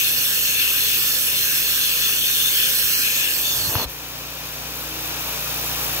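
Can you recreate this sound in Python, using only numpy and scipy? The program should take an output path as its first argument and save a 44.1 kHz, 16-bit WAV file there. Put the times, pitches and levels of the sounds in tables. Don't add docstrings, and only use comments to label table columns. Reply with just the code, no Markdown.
import sys
import numpy as np
from scipy import signal
from scipy.io import wavfile
from scipy.ndimage import uniform_filter1d, minimum_filter1d

SR = 44100
rng = np.random.default_rng(int(sys.argv[2]) if len(sys.argv) > 2 else 0)


def invert_db(x):
    u = np.asarray(x, float) / 20
    return 10 ** u


def store_pcm(level_fs):
    pcm = np.round(np.clip(level_fs, -1, 1) * 32767).astype(np.int16)
    wavfile.write(sys.argv[1], SR, np.atleast_2d(pcm).T)


N = 264600

HZ = np.fft.rfftfreq(512, 1 / SR)[:, None]
TIMES = np.arange(N // 128 + 6) * 128 / SR
LIFT_S, DROP_S, TOUCH_S, SEAL_S = 3.0, 3.3, 3.76, 3.868
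PUMP_HZ = 29.825


def evened(x):
    return x / np.sqrt(np.mean(x ** 2) + 1e-20)


def ramp(t, start, length):
    return np.clip((t - start) / length, 0, 1)


def read(points, hz):
    f, value = np.transpose(points)
    return np.interp(np.log(hz + 1), np.log(f + 1), value)


def columns(rows, t):
    s, *values = np.transpose(rows)
    return [np.interp(t, s, v) for v in values]


def wander(t, top_hz):
    total = 0
    for f in np.geomspace(.1, 1, 24) * top_hz:
        total = total + np.sin(2 * np.pi * (f * t + rng.random())) / np.sqrt(f)
    return evened(total)


def panned(db):
    return np.array([invert_db(db / 2), invert_db(-db / 2)])


def noise(gain, lag_ms, patchy_db, hz=HZ, times=TIMES):
    # frequency in Hz, coherence from 0 to 1.
    likeness = [(60, .99), (500, .96), (800, .75), (1600, .65), (3500, .6), (6000, .5), (9000, .42),
                (15000, .36)]
    a, b, c, d, patches = rng.standard_normal((len(times), len(hz), 5)).T
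    patches = uniform_filter1d(uniform_filter1d(patches, size=5, axis=0), size=30, axis=1)
    patches = evened(patches)
    same = np.clip(read(likeness, hz), 0, 1)
    right = a + 1j * b
    delayed = right * np.exp(-2j * np.pi * hz * lag_ms / 1000)
    left = same * delayed + np.sqrt(1 - same ** 2) * (c + 1j * d)
    z = np.array([left, right]) * gain * invert_db(patchy_db * patches)
    size = 2 * len(hz) - 2
    return signal.istft(z, nperseg=size, noverlap=size * 3 // 4)[1][:, :N]


def gaps(held):
    # centre in Hz, width in Hz, depth in dB.
    notches = [(7050, 300, 4.5), (4800, 200, 4), (3850, 150, 4), (2030, 150, 3)]
    # time in seconds, centre in Hz, width in Hz, length in seconds.
    shades = [
        (2.24, 4950, 450, .08),
        (2.98, 3620, 420, .09),
        (3.28, 6100, 300, .06),
        (3.42, 2000, 200, .06),
    ]
    shade_db = 22
    cut_db = np.zeros((len(HZ), len(TIMES)))
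    for hz, width, db in notches:
        centre = hz * (1 + 0.014 * wander(TIMES, 4))
        flicker = np.clip(1 + .6 * wander(TIMES, 40), 0, 3)
        depth_db = db * (1 - .6 * held) * flicker
        cut_db += depth_db * np.exp(-(2 * (HZ - centre) / width) ** 2)
    for s, hz, width, length in shades:
        cut_db += shade_db * np.exp(-(2 * (HZ - hz) / width) ** 2 - (2 * (TIMES - s) / length) ** 2)
    return invert_db(-cut_db)


def slot():
    # time in seconds, hiss in dB, turn to the left port in dB, tip in dB.
    course = [(0.0, -26, 18.5, -1), (0.14, -25.5, 7, -1), (0.42, -25, 6, -5), (0.57, -27, 18.5, -0.5),
              (0.63, -25, 11.5, -3), (0.79, -25.5, 13.5, 0.5), (1.23, -25, 3.5, -1), (1.36, -26.5, 11.5, 0),
              (1.44, -25, 4.5, -2), (2.11, -26, 10.5, 3.5), (2.63, -24.5, 5.5, 4.5), (2.96, -24, 1, -8.5),
              (3.08, -26, 17, -2), (3.26, -26.5, 10.5, -3), (3.38, -28, 6, -8), (3.45, -28.5, 10, 8.5),
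              (3.59, -27.5, 4, -1.5), (3.84, -33, 13, 2)]
    # frequency in Hz, density in dB per Hz.
    air = [(290, -18), (500, -20), (770, -23), (1300, -14), (2050, -10), (2700, -6), (3900, -3.5),
           (4900, -7.5), (6300, -7), (7050, -8), (8700, -10.5), (10000, -5), (12000, -3.5), (15700, -1.5)]
    # frequency in Hz, left-right difference in dB.
    shadow = [(700, 3), (1400, 13), (2070, 6), (2750, 11), (3700, 7), (4400, -2), (5500, -3), (6800, 1),
              (7400, -5), (8300, -11), (9000, -7), (11500, 0), (13600, -4), (15700, -1)]
    # centre in Hz, width in Hz, level over the hiss in dB, left-right difference in dB.
    body = [(1665, 180, 6.3, 2.5)]
    lower_neck = [(2650, 450, 9.5, 4.5)]
    upper_neck = [(3000, 450, 2.9, 2.4), (3493, 220, 8.7, 3.3)]
    lips = [(4315, 280, 11, -4), (5220, 250, 8.5, 1), (5760, 120, 5, -9), (6360, 600, 7.5, 0.5),
            (7650, 590, 4, -2), (11000, 530, 3.5, -1), (11940, 570, 0, 11), (12900, 1040, -2.5, 2),
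            (14000, 970, -2, -14)]
    usual_hiss_db, usual_turn_db = -26, 9

    hiss_db, turn_db, tip_db = columns(course, TIMES)
    turn_db = turn_db - usual_turn_db
    fall = ramp(TIMES, DROP_S, TOUCH_S - DROP_S)
    held = ramp(TIMES, LIFT_S - .05, 0.087)

    grip_sag, grip_s = 0.025, 0.81
    neck_shift = 1 - grip_sag * held * (1 - ramp(TIMES, LIFT_S, grip_s) ** 2)
    lower_db = -6.5 + 0.66 * turn_db
    upper_db = -4.5 + 0.27 * turn_db + tip_db
    lip_db = -2 - 0.76 * (hiss_db - usual_hiss_db)
    power = np.ones((2, len(HZ), len(TIMES)))
    for modes, lift_db, shift in ((body, 0, 1), (lower_neck, lower_db, neck_shift),
                                  (upper_neck, upper_db, 1), (lips, lip_db, 1)):
        for hz, width, db, side_db in modes:
            centre = hz * shift * (1 + 0.01 * wander(TIMES, 7.9))
            flicker_db = 1.6 * wander(TIMES, 30)
            flare = invert_db(db + lift_db + flicker_db) * panned(side_db)[:, None, None]
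            power += flare ** 2 / (1 + (2 * (HZ - centre) / width) ** 2) ** 2

    high_ms, down_ms, drop_bend = .36, .056, 2.5
    echo_ms = high_ms + (down_ms - high_ms) * fall ** drop_bend
    lying_share, held_share, echo_bend = 0.16, 0.25, 9.5
    share = lying_share + (held_share - lying_share) * held + (1 - held_share) * fall ** echo_bend
    facing = np.array([.5, .9])[:, None, None]
    bounce = np.clip(share, 0, 1) * facing / (1 + (HZ / 9000) ** 2)
    echo = bounce * np.exp(-2j * np.pi * HZ * echo_ms / 1000)
    comb = abs(1 + echo) / np.sqrt(1 + bounce ** 2)

    gust_db = 0.23 * wander(TIMES, 60)
    ports = panned(read(shadow, HZ) + 0.14 * turn_db)
    gain = np.sqrt(power) * comb * gaps(held) * ports * invert_db(read(air, HZ) + gust_db)
    t = np.arange(N) / SR
    shut = (1 - ramp(t, SEAL_S - .024, .024)) ** 2
    return invert_db(columns(course, t)[0] + 8.5) * shut * evened(noise(gain, 0.15, 1.5))


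def machine():
    # frequency in Hz, density in dB per Hz.
    rumble_air = [(25, -36), (45, -18), (60, -16), (100, -9), (150, -10), (200, -13), (290, -7), (390, -7),
                  (520, -3), (600, -8), (750, -17), (1200, -15), (1600, -26), (2600, -90)]
    # multiple of the pump turn, open level in dB, loaded level in dB, waver in dB.
    hum = [(2, -49.5, -47.5, .8), (3, -70, -66, 1), (4, -59, -55, 1.5), (5, -51.5, -50, 1),
           (6, -70, -61, 1.5), (8, -65, -59, 1), (9, -57, -57, 1.2)]
    # frequency in Hz, drift in Hz, level in dB.
    fan = (1810, 5, -53)
    t = np.arange(N) / SR
    hz = np.fft.rfftfreq(2048, 1 / SR)[:, None]
    times = np.arange(N // 512 + 6)
    rumble_gain = invert_db(read(rumble_air, hz)) * np.ones(len(times))
    rumble = invert_db(-42 - 5) * evened(noise(rumble_gain, 0, 0.97, hz, times))

    load = np.clip((t - 3.8) / 0.31, 0, 1)
    tones = np.zeros(N)
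    for k, open_db, load_db, waver_db in hum:
        waver = np.interp(t, TIMES, wander(TIMES, 5))
        level_db = open_db + load * (load_db - open_db) + waver_db * waver
        tones += np.sqrt(2) * invert_db(level_db) * np.sin(2 * np.pi * (round(k) * PUMP_HZ * t + rng.random()))

    race_hz, race_s, race_lag_s = 32, 4.37, .7
    shaft_hz = 298.5 + race_hz * (1 - np.exp(-np.maximum(t - race_s, 0) / race_lag_s))
    mode_hz, mode_width_hz, mode_db = 317, 5.7, 7.5
    shaft_db = -59.5 + mode_db * np.exp(-((shaft_hz - mode_hz) / mode_width_hz) ** 2)
    shaft_db += 2.0 * np.interp(t, TIMES, wander(TIMES, 12))
    tones += np.sqrt(2) * invert_db(shaft_db) * np.sin(2 * np.pi * np.cumsum(shaft_hz) / SR)

    whine_hz, width, whine_db = fan
    drift = whine_hz + width * np.interp(t, TIMES, wander(TIMES, 21.74))
    whine = invert_db(whine_db) * (1 - load) * np.sin(2 * np.pi * np.cumsum(drift) / SR)
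    return (rumble + tones) * panned(1.8)[:, None] + whine * panned(9)[:, None]


def landing():
    # start in seconds, level in dB, pitch in Hz, 60 dB decay in seconds, rise in ms.
    knocks = [
        (3.7482, -19, 700, .006, .1),
        (3.7542, -7, 1000, .0045, .03),
        (3.7566, -9, 100, .05, 3),
        (3.797, -17, 1000, .01, .1),
        (3.809, -24, 170, .04, 2),
        (3.852, -22, 60, .13, 3),
    ]
    t = np.arange(N) / SR
    buffet_db, peak_s, rise, fall = -34, 3.685, 100, 140
    low_db = buffet_db - rise * np.maximum(peak_s - t, 0) - fall * np.maximum(t - peak_s, 0)
    low_band = signal.butter(3, [62, 150], "band", fs=SR, output="sos")
    low = signal.sosfilt(low_band, rng.standard_normal(N))

    far_db, near_db, bend = -42, -33, 3.7
    roar_db = far_db + (near_db - far_db) * ramp(t, DROP_S, TOUCH_S - DROP_S) ** bend
    bite = np.clip((t - 2.95) / .5, 0, 1) * np.clip((3.87 - t) / 0.022, 0, 1)
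    pop_size = invert_db(1.9 * np.minimum(rng.exponential(1, N), 3)) * rng.choice([-1., 1.], N)
    pops = (rng.random(N) < 900 / SR) * pop_size
    crackle = 4.4 * pops * np.clip((t - 3.77) / 0.031, 0, 1)
    roar_band = signal.butter(2, [220, 1150], "band", fs=SR, output="sos")
    roar = signal.sosfilt(roar_band, rng.standard_normal(N) + crackle)

    out = invert_db(low_db) * evened(low) + invert_db(roar_db) * bite * evened(roar)
    for s, db, hz, t60, rise_ms in knocks:
        u = np.maximum(t - s, 0)
        push = np.sign(300 - hz)
        envelope = invert_db(db - 60 * u / t60) * (1 - np.exp(-1000 * u / rise_ms))
        out += push * envelope * np.sin(2 * np.pi * hz * u)
    return out * panned(4.0)[:, None]


def sealed():
    # frequency in Hz, density in dB per Hz.
    suck_air = [(240, -44), (400, -47), (517, -10.5), (622, -5), (803, -3.5), (1910, -6), (2080, -9.5),
                (2400, -0.5), (3240, -4.5), (3630, -2.5), (4130, -4.5), (6150, -4.5), (8770, -17),
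                (10600, -44), (12000, -8), (15600, -42), (22000, -120)]
    # frequency in Hz, density in dB per Hz.
    spray_air = [(4000, -30), (6500, -14), (9000, -14), (11000, -5), (13000, -3.5), (14600, 0),
                 (15700, -.5)]
    # frequency in Hz, left-right difference in dB.
    shadow_down = [(350, 2), (1400, 8), (2070, 2), (2450, 7), (3800, 5), (4800, -2), (6900, 3), (7900, -5),
                   (9700, -3), (11700, 3), (13800, -2), (15700, 0)]
    t = np.arange(N) / SR

    settle_db, settle_s = -1, 0.16
    wet_db, wet_s, wet_rise_s = 1.8, 4.83, .3
    suck_db = -36 + settle_db * (0.5 - ramp(t, SEAL_S + settle_s / 2, settle_s / 2))
    suck_db += wet_db * ramp(t, wet_s, wet_rise_s)
    suck_gain = invert_db(suck_db) * ramp(t, SEAL_S - .04, .06)

    valve_s, open_s, drip_db = 3.895, .015, -11
    spurt_db, spurt_s = 5, 0.12
    pressure_db, pressure_s = 6, 1.63
    spray_db = -35 + spurt_db * np.exp(-np.maximum(t - valve_s, 0) / spurt_s)
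    spray_db += pressure_db * ramp(t, valve_s, pressure_s)
    spray_db += drip_db * (1 - ramp(t, valve_s - open_s, open_s))
    spray_gain = invert_db(spray_db) * ramp(t, SEAL_S - .03, .02)

    ports = panned(read(shadow_down, HZ))
    suck = evened(noise(ports * invert_db(read(suck_air, HZ) + 0.23 * wander(TIMES, 30)), 0.11, 0.16))
    spray = evened(noise(ports * invert_db(read(spray_air, HZ) + .6 * wander(TIMES, 30)), .3, 0.95))
    stroke = np.sqrt(1 + 0.51 * np.cos(4 * np.pi * PUMP_HZ * t + 1.4))
    return suck_gain * suck + spray_gain * stroke * spray


def scene():
    return slot() + machine() + landing() + sealed()


def starve(x):
    hz, t, z = signal.stft(x, SR, nperseg=1024)
    narrow = uniform_filter1d(uniform_filter1d(abs(z) ** 2, size=3, axis=1), size=3, axis=2)
    narrow_db = 10 * np.log10(narrow + 1e-20)
    wide_db = uniform_filter1d(np.maximum(narrow_db, -99), size=70, axis=1)
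    wide_db = uniform_filter1d(wide_db, size=5, axis=2)
    treble = ((hz > 2800) & (hz < 10500))[:, None]
    lost = (narrow_db < wide_db - 8) & treble
    kept = minimum_filter1d(minimum_filter1d(1 - .96 * lost, size=4, axis=1), size=3, axis=2)
    return signal.istft(z * kept, SR, nperseg=1024)[1][:, :N]


def band_limit(x):
    return signal.sosfilt(signal.butter(12, 17050, fs=SR, output="sos"), x)


def record(dry):
    bass_cut = signal.butter(2, 42, "high", fs=SR, output="sos")
    cut = signal.sosfilt(bass_cut, dry)
    t = np.arange(N) / SR
    open_db, sealed_db, climb = 1, .5, 2.87
    gain_db = open_db + (sealed_db - open_db) * ramp(t, TOUCH_S, 0.084)
    gain_db += climb * np.maximum(t - SEAL_S, 0)
    gained = cut * invert_db(gain_db)
    edge = signal.firwin(2001, 15730, window=("kaiser", 6), fs=SR)
    mix = signal.oaconvolve(starve(gained), edge[None], "same")
    return band_limit(mix)


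dry = scene()
out = record(dry)
store_pcm(out)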